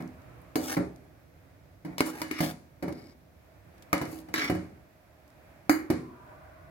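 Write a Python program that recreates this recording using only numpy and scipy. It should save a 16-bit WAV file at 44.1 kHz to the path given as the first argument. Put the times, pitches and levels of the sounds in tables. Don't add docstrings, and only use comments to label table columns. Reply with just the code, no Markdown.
import sys
import numpy as np
from scipy import signal
from scipy.fft import rfft, irfft
from scipy.io import wavfile
from scipy.ndimage import uniform_filter1d

SR = 44100
rng = np.random.default_rng(int(sys.argv[2]) if len(sys.argv) > 2 else 0)


def log_audio(samples):
    frames = np.atleast_2d(samples).T
    limited = np.clip(frames, -1, 1)
    pcm = np.round(limited * 32767).astype(np.int16)
    wavfile.write(sys.argv[1], SR, pcm)


N = 295687
TIME = np.arange(N) / SR


def undb(db):
    return 10 ** (np.asarray(db) / 20)


def rms(x):
    return np.sqrt(np.mean(x ** 2))


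def fade(t, t60_s):
    return np.exp(-np.log(1000) * t / t60_s)


def pan(left_minus_right_db):
    return undb(np.array([[left_minus_right_db], [-left_minus_right_db]]) / 2)


def band(x, low_hz, high_hz):
    edges_hz = [low_hz, min(high_hz, SR / 2 - 1)]
    return signal.sosfilt(signal.butter(N=3, Wn=edges_hz, btype="band", fs=SR, output="sos"), x)


def noise(size, spectrum, apart_hz):
    f = np.arange(size // 2 + 1) * SR / size + 1
    hz, db = np.transpose(spectrum)
    colour = undb(np.interp(np.log(f), np.log(hz), db))
    gain = colour * np.minimum(f / hz[0], 1) ** 2
    mid, side = rfft(rng.standard_normal((2, size)))
    side = side * np.clip(f / apart_hz, .2, 1)
    x = irfft(gain * np.array([mid + side, mid - side]), size)
    return x / rms(x)


def walk(rate_hz):
    size = int(SR / rate_hz)
    held = np.repeat(rng.standard_normal(N // size + 1), size)
    return uniform_filter1d(held, size)[:N]


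def add(out, start_s, sound):
    start = max(int(start_s * SR), 0)
    out[:, start:start + sound.shape[1]] += sound[:, :N - start]


# time_s, rumble_db, wash_db (both before panning and flutter)
BACKGROUND_LEVELS = [(.3, -52.5, -56.5), (1.25, -58, -62.5), (1.8, -56.5, -63.5), (3.25, -59, -64.5),
                     (3.896, -56.5, -57), (5, -60.5, -62.5), (5.4, -59.5, -59), (6.2, -59.5, -58),
                     (6.7, -56.5, -60)]
# (relative, per Hz)
RUMBLE_SPECTRUM = [(15, -65), (25, -38), (41, -14), (70, 1.5), (166, -4), (242, -20), (274, -9.5),
                   (430, -22.5), (500, -12.5), (650, -51), (1100, -120)]
# (relative, per Hz)
WASH_SPECTRUM = [(200, -0.5), (330, 4), (470, -6), (620, 7.5), (820, -2.5), (1150, -6.5), (1600, -6.5),
                 (2400, -9.5), (3000, -19.5), (6000, -28)]
# (relative, per Hz)
HISS_SPECTRUM = [(2000, -3.5), (3500, -0.5), (5500, -1.5), (9000, -8.5), (12000, -1), (16000, -3.5)]


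def background(hiss_db=-72):
    time_s, rumble_db, wash_db = np.transpose(BACKGROUND_LEVELS)
    rumble_level_db = np.interp(TIME, time_s, rumble_db) + 1.5 * walk(9)
    wash_level_db = np.interp(TIME, time_s, wash_db) + .8 * walk(12)
    rumble = noise(N, RUMBLE_SPECTRUM, apart_hz=440) * undb(rumble_level_db)
    wash = noise(N, WASH_SPECTRUM, apart_hz=1000) * undb(wash_level_db)
    hiss = undb(hiss_db) * noise(N, HISS_SPECTRUM, apart_hz=1500)
    return pan(-4.0) * rumble + pan(-2.1) * wash + hiss


def ringing(modes, t, muffle_per_khz=0, scatter_db=2, detune=0.0027):
    out = 0
    draws = rng.standard_normal((len(modes), 3))
    for (hz, db, t60_s, pan_db), (size, shift, skew) in zip(modes, draws):
        port_phase = np.array([[1], [-1]]) * skew * min(hz / 1500, 1)
        phase = 2 * np.pi * hz * (1 + detune * shift) * t + port_phase
        damping = 1 + muffle_per_khz * hz / 1000
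        mode = np.sin(phase) * fade(t, t60_s / damping)
        out = out + undb(db + scatter_db * size) * pan(pan_db) * mode
    return out


# (relative, per Hz)
CRACK_SPECTRUM = [(450, 6), (800, 3.5), (2300, -8), (2900, -10), (3600, -11), (4400, -3.5), (5500, -3),
                  (6700, -15), (8000, -13.5), (11000, -9), (16000, -21.5)]
# (relative, per Hz)
SHELL_SPECTRUM = [(60, -6), (150, -2), (300, 0), (460, -4), (750, 1), (1500, -2), (2300, -2), (2700, -15),
                  (3300, -15), (4400, -9), (5600, -14), (8200, -17), (11000, -13), (16000, -15)]
# (relative, per Hz)
SPOON_SPECTRUM = [(3300, -52), (4100, 6.5), (4650, 8.5), (5000, 7), (5500, -58), (6100, 2), (6700, 7),
                  (7300, 2), (7900, -3.5), (10000, 0), (11200, 4.5), (15000, -0.5)]
# frequency_hz, level_db, t60_s, left_minus_right_db
POT_MODES = [(84.9, -28.5, 0.61, -6), (160, -26, 0.66, -2), (182, -15, 0.34, -0.5), (212, -19, 0.16, 0),
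             (254.4, -19.5, 0.58, 0), (315.8, -11.5, 0.41, -9), (298.8, -18, 0.32, -2),
             (292.2, -10.5, 0.18, -1), (336, -12, 0.031, 4), (355.6, -25, 0.33, 6),
             (424.5, -12.5, 0.069, 13), (490.5, -24.5, 0.54, -10), (561, -19.5, 0.32, 11.5),
             (586, -24.5, 0.58, 4), (720, -21.5, 0.46, -1), (958, -26, 0.13, -17), (1191, -22.5, 0.12, -11),
             (1400, -34, 0.17, -13), (1682, -20.5, 0.35, 2), (2096, -21, 0.18, 9), (2180, -20, 0.48, -7),
             (2256, -27.5, 0.38, -9), (2207, -3, 0.028, 11), (2930, -18, 0.43, -10), (4600, -25, 0.25, 12)]


def pot(ring_db, spoon_db, crack_db=5.5, muffle_per_khz=0, room_db=-8.0,
        crack_t60_s=0.0099, clank_t60_s=0.084, spoon_t60_s=0.26,
        room_t60_s=0.43, low_t60_s=0.75, spoon_coupling_db=-20, port_lag_s=.00027):
    t = np.arange(SR * 3 // 4) / SR
    crack = noise(len(t), CRACK_SPECTRUM, apart_hz=835)[0] * fade(t, crack_t60_s)
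    crack = np.array([crack, np.interp(t - port_lag_s, t, crack, left=0)])
    clank = noise(len(t), SHELL_SPECTRUM, apart_hz=900) * fade(t, clank_t60_s)
    tail = noise(len(t), SHELL_SPECTRUM, apart_hz=790) * (1 - fade(t, 0.078))
    low_room = band(tail, 29, 500) * fade(t, low_t60_s)
    high_room = band(tail, 1040, 9900) * fade(t, room_t60_s)
    spoon = noise(len(t), SPOON_SPECTRUM, apart_hz=1000) * fade(t, spoon_t60_s)
    ring = clank + ringing(POT_MODES, t, muffle_per_khz)
    ring = ring + undb(room_db) * (low_room + high_room)
    ring = ring + undb(spoon_db + spoon_coupling_db) * spoon
    return undb(crack_db) * crack + undb(ring_db) * ring


def recolour(x, edges_hz, levels_db, blow_s=.04):
    size = x.shape[1]
    f = np.arange(size // 2 + 1) * SR / size
    spectrum = rfft(x)
    bands = list(zip(edges_hz, edges_hz[1:]))
    now = []
    for low, high in bands:
        part = irfft(spectrum * ((f >= low) & (f < high)), size)
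        now.append(rms(part[:, :int(blow_s * SR)]))
    knots_hz = np.ravel([(low * 1.15, high / 1.15) for low, high in bands])
    log_gain = np.interp(f, knots_hz, np.repeat(np.log(undb(levels_db) / now), 2))
    cepstrum = irfft(log_gain, size)
    cepstrum[1:size // 2] *= 2
    cepstrum[size // 2:] = 0
    return irfft(spectrum * np.exp(rfft(cepstrum)), size)


RING_DB, RING_DB_PER_DB, MEDIUM_BLOW_DB = 9, -0.08, -46.5
SOFT_RATTLE_DB, HARD_RATTLE_DB = 1, -10.5
CUSHION_S, MUFFLE_PER_KHZ = 0.0028, 1
# stove_thud_db, bowl_boom_db, wall_db, clank_db, edge_tick_db
SOFT_BLOW_DB = (10, 6, 5, -2, -12)
HARD_BLOW_DB = (-10.5, 6.5, -1.5, 4, 0.5)
KNOCK_EDGES_HZ = [55, 230, 440, 850, 2600, 17000]
# start_s, strength_db, hardness (0 = through porridge on the bottom, 1 = bare wall), crack_db,
# band offsets stove_thud_db, bowl_boom_db, wall_db, clank_db, edge_tick_db, then spoon_ring_db,
# rattle_s, settle_db (level change after the rattle), spot_hz (note of the struck spot), spot_db
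KNOCKS = [(0.002, -54.5, 0.011, -4, 3, 6.5, 0, 6, 2.5, -20, 0.057, -7, 950, -12),
          (0.5564, -34.5, 0.62, 20.5, -4.5, 1.5, -1, -5, 0.5, 13, 0.04, 2, 1040, 13),
          (0.767, -37.5, 0.17, 2, 1, 4.5, -0.5, 0.5, -1.5, -20, 0.05, -5, 773, 7),
          (1.848, -49, 0.16, 7, 1, 4, -5, -2, -1, -17, 0.08, 8, 2150, 2),
          (1.982, -42, 0.95, 21, -3, -20, -5.5, -5, 1, -15, 0.025, 3, 980, 8),
          (2.0059, -31.5, 0.74, 19.5, -1.5, -1.5, -4, 0.5, -0.5, -25, 0.018, -3, 1035, 11),
          (2.217, -40.5, 0.76, 15.5, -1.5, -5, -4.5, 0.5, 1.5, 1, 0.033, 1, 950, 12),
          (2.3119, -46, 0.88, 12, 1, 4.5, -9, 3.5, 1.5, -11, 0.03, 1, 2200, 19),
          (2.3886, -53, 1.17, 7, -3, -3, -18, 1, 0, -26, 0.028, -6, 1900, 5),
          (2.4042, -31.5, 0.45, 6, 1, -3.5, -4, -5.5, 0, -16, 0.04, -7.5, 1830, 7),
          (2.825, -44.5, 0.18, 18, -2, 5, 1, 0, 1, -19, 0.06, -4, 620, -7),
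          (2.88, -47.5, 0.25, 16, 1.5, 0, 1.5, 0.5, -1, -27, 0.051, 0, 1200, 0),
          (3.9296, -32.5, 0.67, 17.5, 1, -4, 0.5, 4, 0.5, -15, 0.038, -1, 1210, 11.5),
          (4.0139, -41, 0.46, 10, 3, -0.5, -1, 0, -1, -13, 0.037, 0.5, 1000, 10),
          (4.128, -53, 0.59, 13, -2, 4, -7, -14, 0, 17, 0.04, 4, 720, 0),
          (4.2854, -53.5, 0.31, 12, 0, -3.5, -1.5, -5, -3, -13, 0.03, -3, 845, 6),
          (4.34, -39.5, 1.06, 14.5, 4, -3, -7, 3.5, -1, -24, 0.03, 6, 2000, 14),
          (4.381, -49, 0.66, 11, -3, -5, -2, -2, 2, -15, 0.03, 0, 1510, 14),
          (4.441, -45.5, 0.76, 11, 4, -17, -16, 3, 0.5, -15, 0.035, 10.5, 2220, 19),
          (4.498, -36, 0.33, 9, 1, 2.5, -0.5, -2, -1.5, -32, 0.025, -5, 553, 7),
          (4.548, -48, 0.31, -2, 2, 4.5, 3, -1, -1.5, -28, 0.02, 0, 700, 0),
          (5.695, -31.5, 0.7, 21, -4.5, 6, 2, 2.5, 1, 22.5, 0.06, -0.5, 730, 14.5),
          (5.901, -36, 0.28, 15, -2, 6, -3.5, -2.5, 0.5, -19, 0.017, -2, 666, -6)]


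def knocks(rattle_t60_s=0.28, soft_hz=1100, settle_s=0.14, spot_t60_s=0.034, spot_lag_s=0.00027):
    out = np.zeros((2, N))
    for (start_s, strength_db, hardness, crack_db, *offsets_db, spoon_db,
         rattle_s, settle_db, spot_hz, spot_db) in KNOCKS:
        softness = np.clip(1 - hardness, .01, 1)
        blow_db = (1 - hardness) * np.array(SOFT_BLOW_DB) + hardness * np.array(HARD_BLOW_DB)
        levels_db = strength_db + blow_db + offsets_db
        rattle_db = (1 - hardness) * SOFT_RATTLE_DB + hardness * HARD_RATTLE_DB
        ring_db = RING_DB + RING_DB_PER_DB * (strength_db - MEDIUM_BLOW_DB)
        tap = pot(ring_db, spoon_db, crack_db, MUFFLE_PER_KHZ * softness ** 2)
        t = TIME[:tap.shape[1]]
        late = np.maximum([t, t - spot_lag_s], 0)
        spot = np.sin(2 * np.pi * spot_hz * late) * fade(late, spot_t60_s)
        tap = tap + undb(spot_db) * spot
        tap = tap * (1 - np.exp(-t / (CUSHION_S * softness ** 2)))
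        bumps = np.zeros(int(rattle_s * SR))
        when = (np.arange(7) + rng.uniform(.3, 1, size=7)) / 7 * (len(bumps) - 1)
        bumps[when.astype(int)] = fade(when / SR, rattle_t60_s) * rng.choice([-1, 1], len(when))
        bumps = bumps * undb(rattle_db) / np.sqrt(np.sum(bumps ** 2))
        rattle = signal.fftconvolve(tap, bumps[None])[:, :len(t)]
        tap = tap + band(rattle, 52, soft_hz)
        tap = tap * undb(np.interp(t, [rattle_s, rattle_s + settle_s], [0, settle_db]))
        add(out, start_s, recolour(tap, KNOCK_EDGES_HZ, levels_db))
    return band(out, 62, 20000)


# start_s, level_db (relative, before band-limiting), lowest_hz, t60_s
TICKS = [(0.0235, -43, 1200, 0.0094), (0.0768, -45, 4500, 0.01), (0.2192, -53, 4840, 0.012),
         (0.4173, -44.5, 10000, 0.012), (0.9607, -45, 4070, 0.0077), (2.056, -31, 8000, 0.02),
         (2.067, -25, 9400, 0.021), (2.282, -42, 4970, 0.01), (2.3185, -43, 7170, 0.011),
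         (2.925, -43.5, 1500, 0.028), (3.7803, -56, 700, 0.03), (3.823, -46, 700, 0.04),
         (3.98, -32, 3500, 0.012), (4.0544, -35.5, 1500, 0.012), (4.188, -44.5, 1490, 0.024),
         (5.279, -53, 4000, 0.012), (5.303, -54, 3500, 0.012)]


def ticks(tick_db=-1, room_db=-27, room_t60_s=0.93):
    out = np.zeros((2, N))
    t = np.arange(SR // 4) / SR
    for start_s, level_db, lowest_hz, t60_s in TICKS:
        tick = band(noise(len(t), HISS_SPECTRUM, apart_hz=3040), lowest_hz, 12000)
        decay = fade(t, t60_s) + undb(room_db) * fade(t, room_t60_s)
        add(out, start_s, undb(level_db + tick_db) * tick * decay)
    return out


def gliding(force, hz, width_hz):
    turn = np.exp(2j * np.pi * np.cumsum(hz) / SR)
    low_pass = signal.butter(N=2, Wn=width_hz / 2, fs=SR)
    x = turn * signal.lfilter(*low_pass, force / turn)
    return x / rms(x.real)


# start_s, end_s, start_hz, end_hz, width_hz, level_db
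WHOOSH = [(0.15, 0.54, 1240, 1140, 310, -65), (6.003, 6.36, 990, 980, 74, -57.5),
          (6.04, 6.45, 1150, 1204, 107, -62.5), (6.12, 6.55, 1480, 1500, 240, -64.5),
          (6.25, 6.745, 1650, 1800, 930, -66), (6.57, 6.75, 1440, 1480, 52, -64),
          (6.4, 6.75, 1030, 1140, 200, -63), (6.27, 6.75, 600, 650, 51, -58.5),
          (6.22, 6.52, 720, 780, 68, -62)]


def whoosh(slew_s=0.022, waver=0.017):
    out = 0
    for start_s, end_s, start_hz, end_hz, width_hz, level_db in WHOOSH:
        ramp_s = [start_s - slew_s, start_s + slew_s, end_s - slew_s, end_s + slew_s]
        swell = np.interp(TIME, ramp_s, [0, 1, 1, 0])
        hz = np.interp(TIME, [start_s, end_s], [start_hz, end_hz]) * (1 + waver * walk(15))
        air = gliding(rng.standard_normal((2, N)), hz, width_hz).real
        out = out + undb(level_db) * swell * air
    return out


STROKE_SAG_DB = -4
# frequency_hz, level_db, t60_s, left_minus_right_db
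EDGE_MODES = [(2210, -15.5, 0.055, 11), (2830, -21, 0.086, -5), (3540, -24.5, 0.12, 10),
              (3770, -21, 0.028, 13), (4200, -30, 0.12, 7), (4500, -33, 0.1, 1), (4630, -27, 0.21, 3),
              (5500, -19, 0.06, 4), (6940, -47, 0.1, 5), (7260, -51, 0.11, 5)]
# level_db, by_push (dB per dB), by_brightness (dB per dB), by_rasp (dB per dB)
SCRAPE_BANDS = [(2.5, 1.76, -.5, -0.72), (0, 2, 0.28, 1), (3.5, 1.38, 2.04, 1.48), (1.5, 2, 1.5, 0.05)]
STROKE_EDGES_HZ = [250, 1200, 2600, 6500, 17000]
# start_s, hardest_push_s, end_s, level_db (before the band response), brightness_db, rasp_db (bare edge),
# contact_start_hz, contact_end_hz, contact_db (at the hardest push), contact_width_hz
STROKES = [(0.608, 0.676, 0.69, -48, 3.5, -5, 1010, 1180, -45.5, 380),
           (0.682, 0.712, 0.755, -40, 0, -2, 1450, 1870, -40.5, 380),
           (1.856, 1.93, 1.965, -59.5, -11.5, 1, 1920, 2100, -63, 380),
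           (1.987, 2.007, 2.003, -50.5, 0.5, 4.5, 2050, 2160, -41, 380),
           (2.05, 2.054, 2.105, -40, -1.5, -4, 1010, 1300, -45, 300),
           (2.132, 2.211, 2.208, -46, -3.5, -1.5, 1540, 1870, -52.5, 380),
           (2.306, 2.397, 2.4, -48, -6, 6.5, 1760, 2220, -44, 300),
           (2.407, 2.438, 2.512, -41, -1, -1.5, 1820, 1610, -46, 380),
           (2.92, 2.98, 3.13, -61.5, -7, 4, 4770, 5170, -65.5, 1100),
           (2.973, 3.073, 3.12, -70, -6, 1, 7500, 7700, -75, 450),
           (4.064, 4.114, 4.21, -55, 1, -6.5, 1100, 1310, -69, 380),
           (4.343, 4.38, 4.41, -40, -4.5, 7.5, 1720, 1950, -36, 650),
           (4.398, 4.43, 4.49, -39, -8.5, 9.5, 2040, 2240, -34.5, 450)]


def scrapes_and_slither(slips_per_s=1000, scatter_db=4.5, judder_db=1.1, edge_s=0.0096, room_db=-14,
                        edge_ring_db=3, ring_per_rasp=0.87):
    slipping = rng.random(N) < slips_per_s / SR
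    slip_db = scatter_db * np.clip(rng.standard_normal(N), -1.5, 1.5) + judder_db * walk(90)
    slips = slipping * undb(slip_db) * rng.choice([-1, 1], N)
    out = np.zeros((2, N))
    for (start_s, peak_s, end_s, level_db, bright_db, rasp_db,
         from_hz, to_hz, contact_db, contact_width_hz) in STROKES:
        contact = np.interp(TIME, [start_s - edge_s, start_s, end_s, end_s + edge_s], [0, 1, 1, 0])
        now = contact > 0
        grating = slips[now] / rms(slips[now]) * contact[now]
        push_s = [start_s, np.clip(peak_s, start_s, end_s), end_s]
        push_db = np.interp(TIME[now], push_s, [STROKE_SAG_DB, 0, STROKE_SAG_DB])
        tap = pot(ring_db=2.0, spoon_db=-31, crack_db=8.5, muffle_per_khz=2.1, room_db=room_db)
        edge_ring = ringing(EDGE_MODES, TIME[:tap.shape[1]])
        tap = tap + undb(edge_ring_db + ring_per_rasp * rasp_db) * edge_ring
        for k, (band_db, by_push, by_bright, by_rasp) in enumerate(SCRAPE_BANDS):
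            part = band(tap, STROKE_EDGES_HZ[k], STROKE_EDGES_HZ[k + 1])
            part = part / np.sqrt(np.sum(part ** 2) / 2)
            force_db = level_db + band_db + by_push * push_db + by_bright * bright_db + by_rasp * rasp_db
            force = grating * undb(force_db)
            add(out, start_s - edge_s, signal.fftconvolve(force[None], part))
        glide_hz = np.geomspace(from_hz, to_hz, len(grating))
        grate = gliding(grating, glide_hz, contact_width_hz) * contact[now] * undb(contact_db + push_db)
        add(out, start_s - edge_s, np.array([grate.real, grate.imag]))
    return out


def left_bright(x, hinge_hz=3000, lean=0.22):
    treble = signal.lfilter(*signal.butter(N=1, Wn=hinge_hz, btype="high", fs=SR), x)
    return x + lean * np.array([[1], [-1]]) * treble


def scene():
    spoon_on_pot = left_bright(knocks() + scrapes_and_slither())
    return background() + spoon_on_pot + ticks() + whoosh()


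def record(dry, top_hz=16050):
    return signal.sosfilt(signal.ellip(10, .2, 80, top_hz, fs=SR, output="sos"), dry)


dry = scene()
out = record(dry)
log_audio(out)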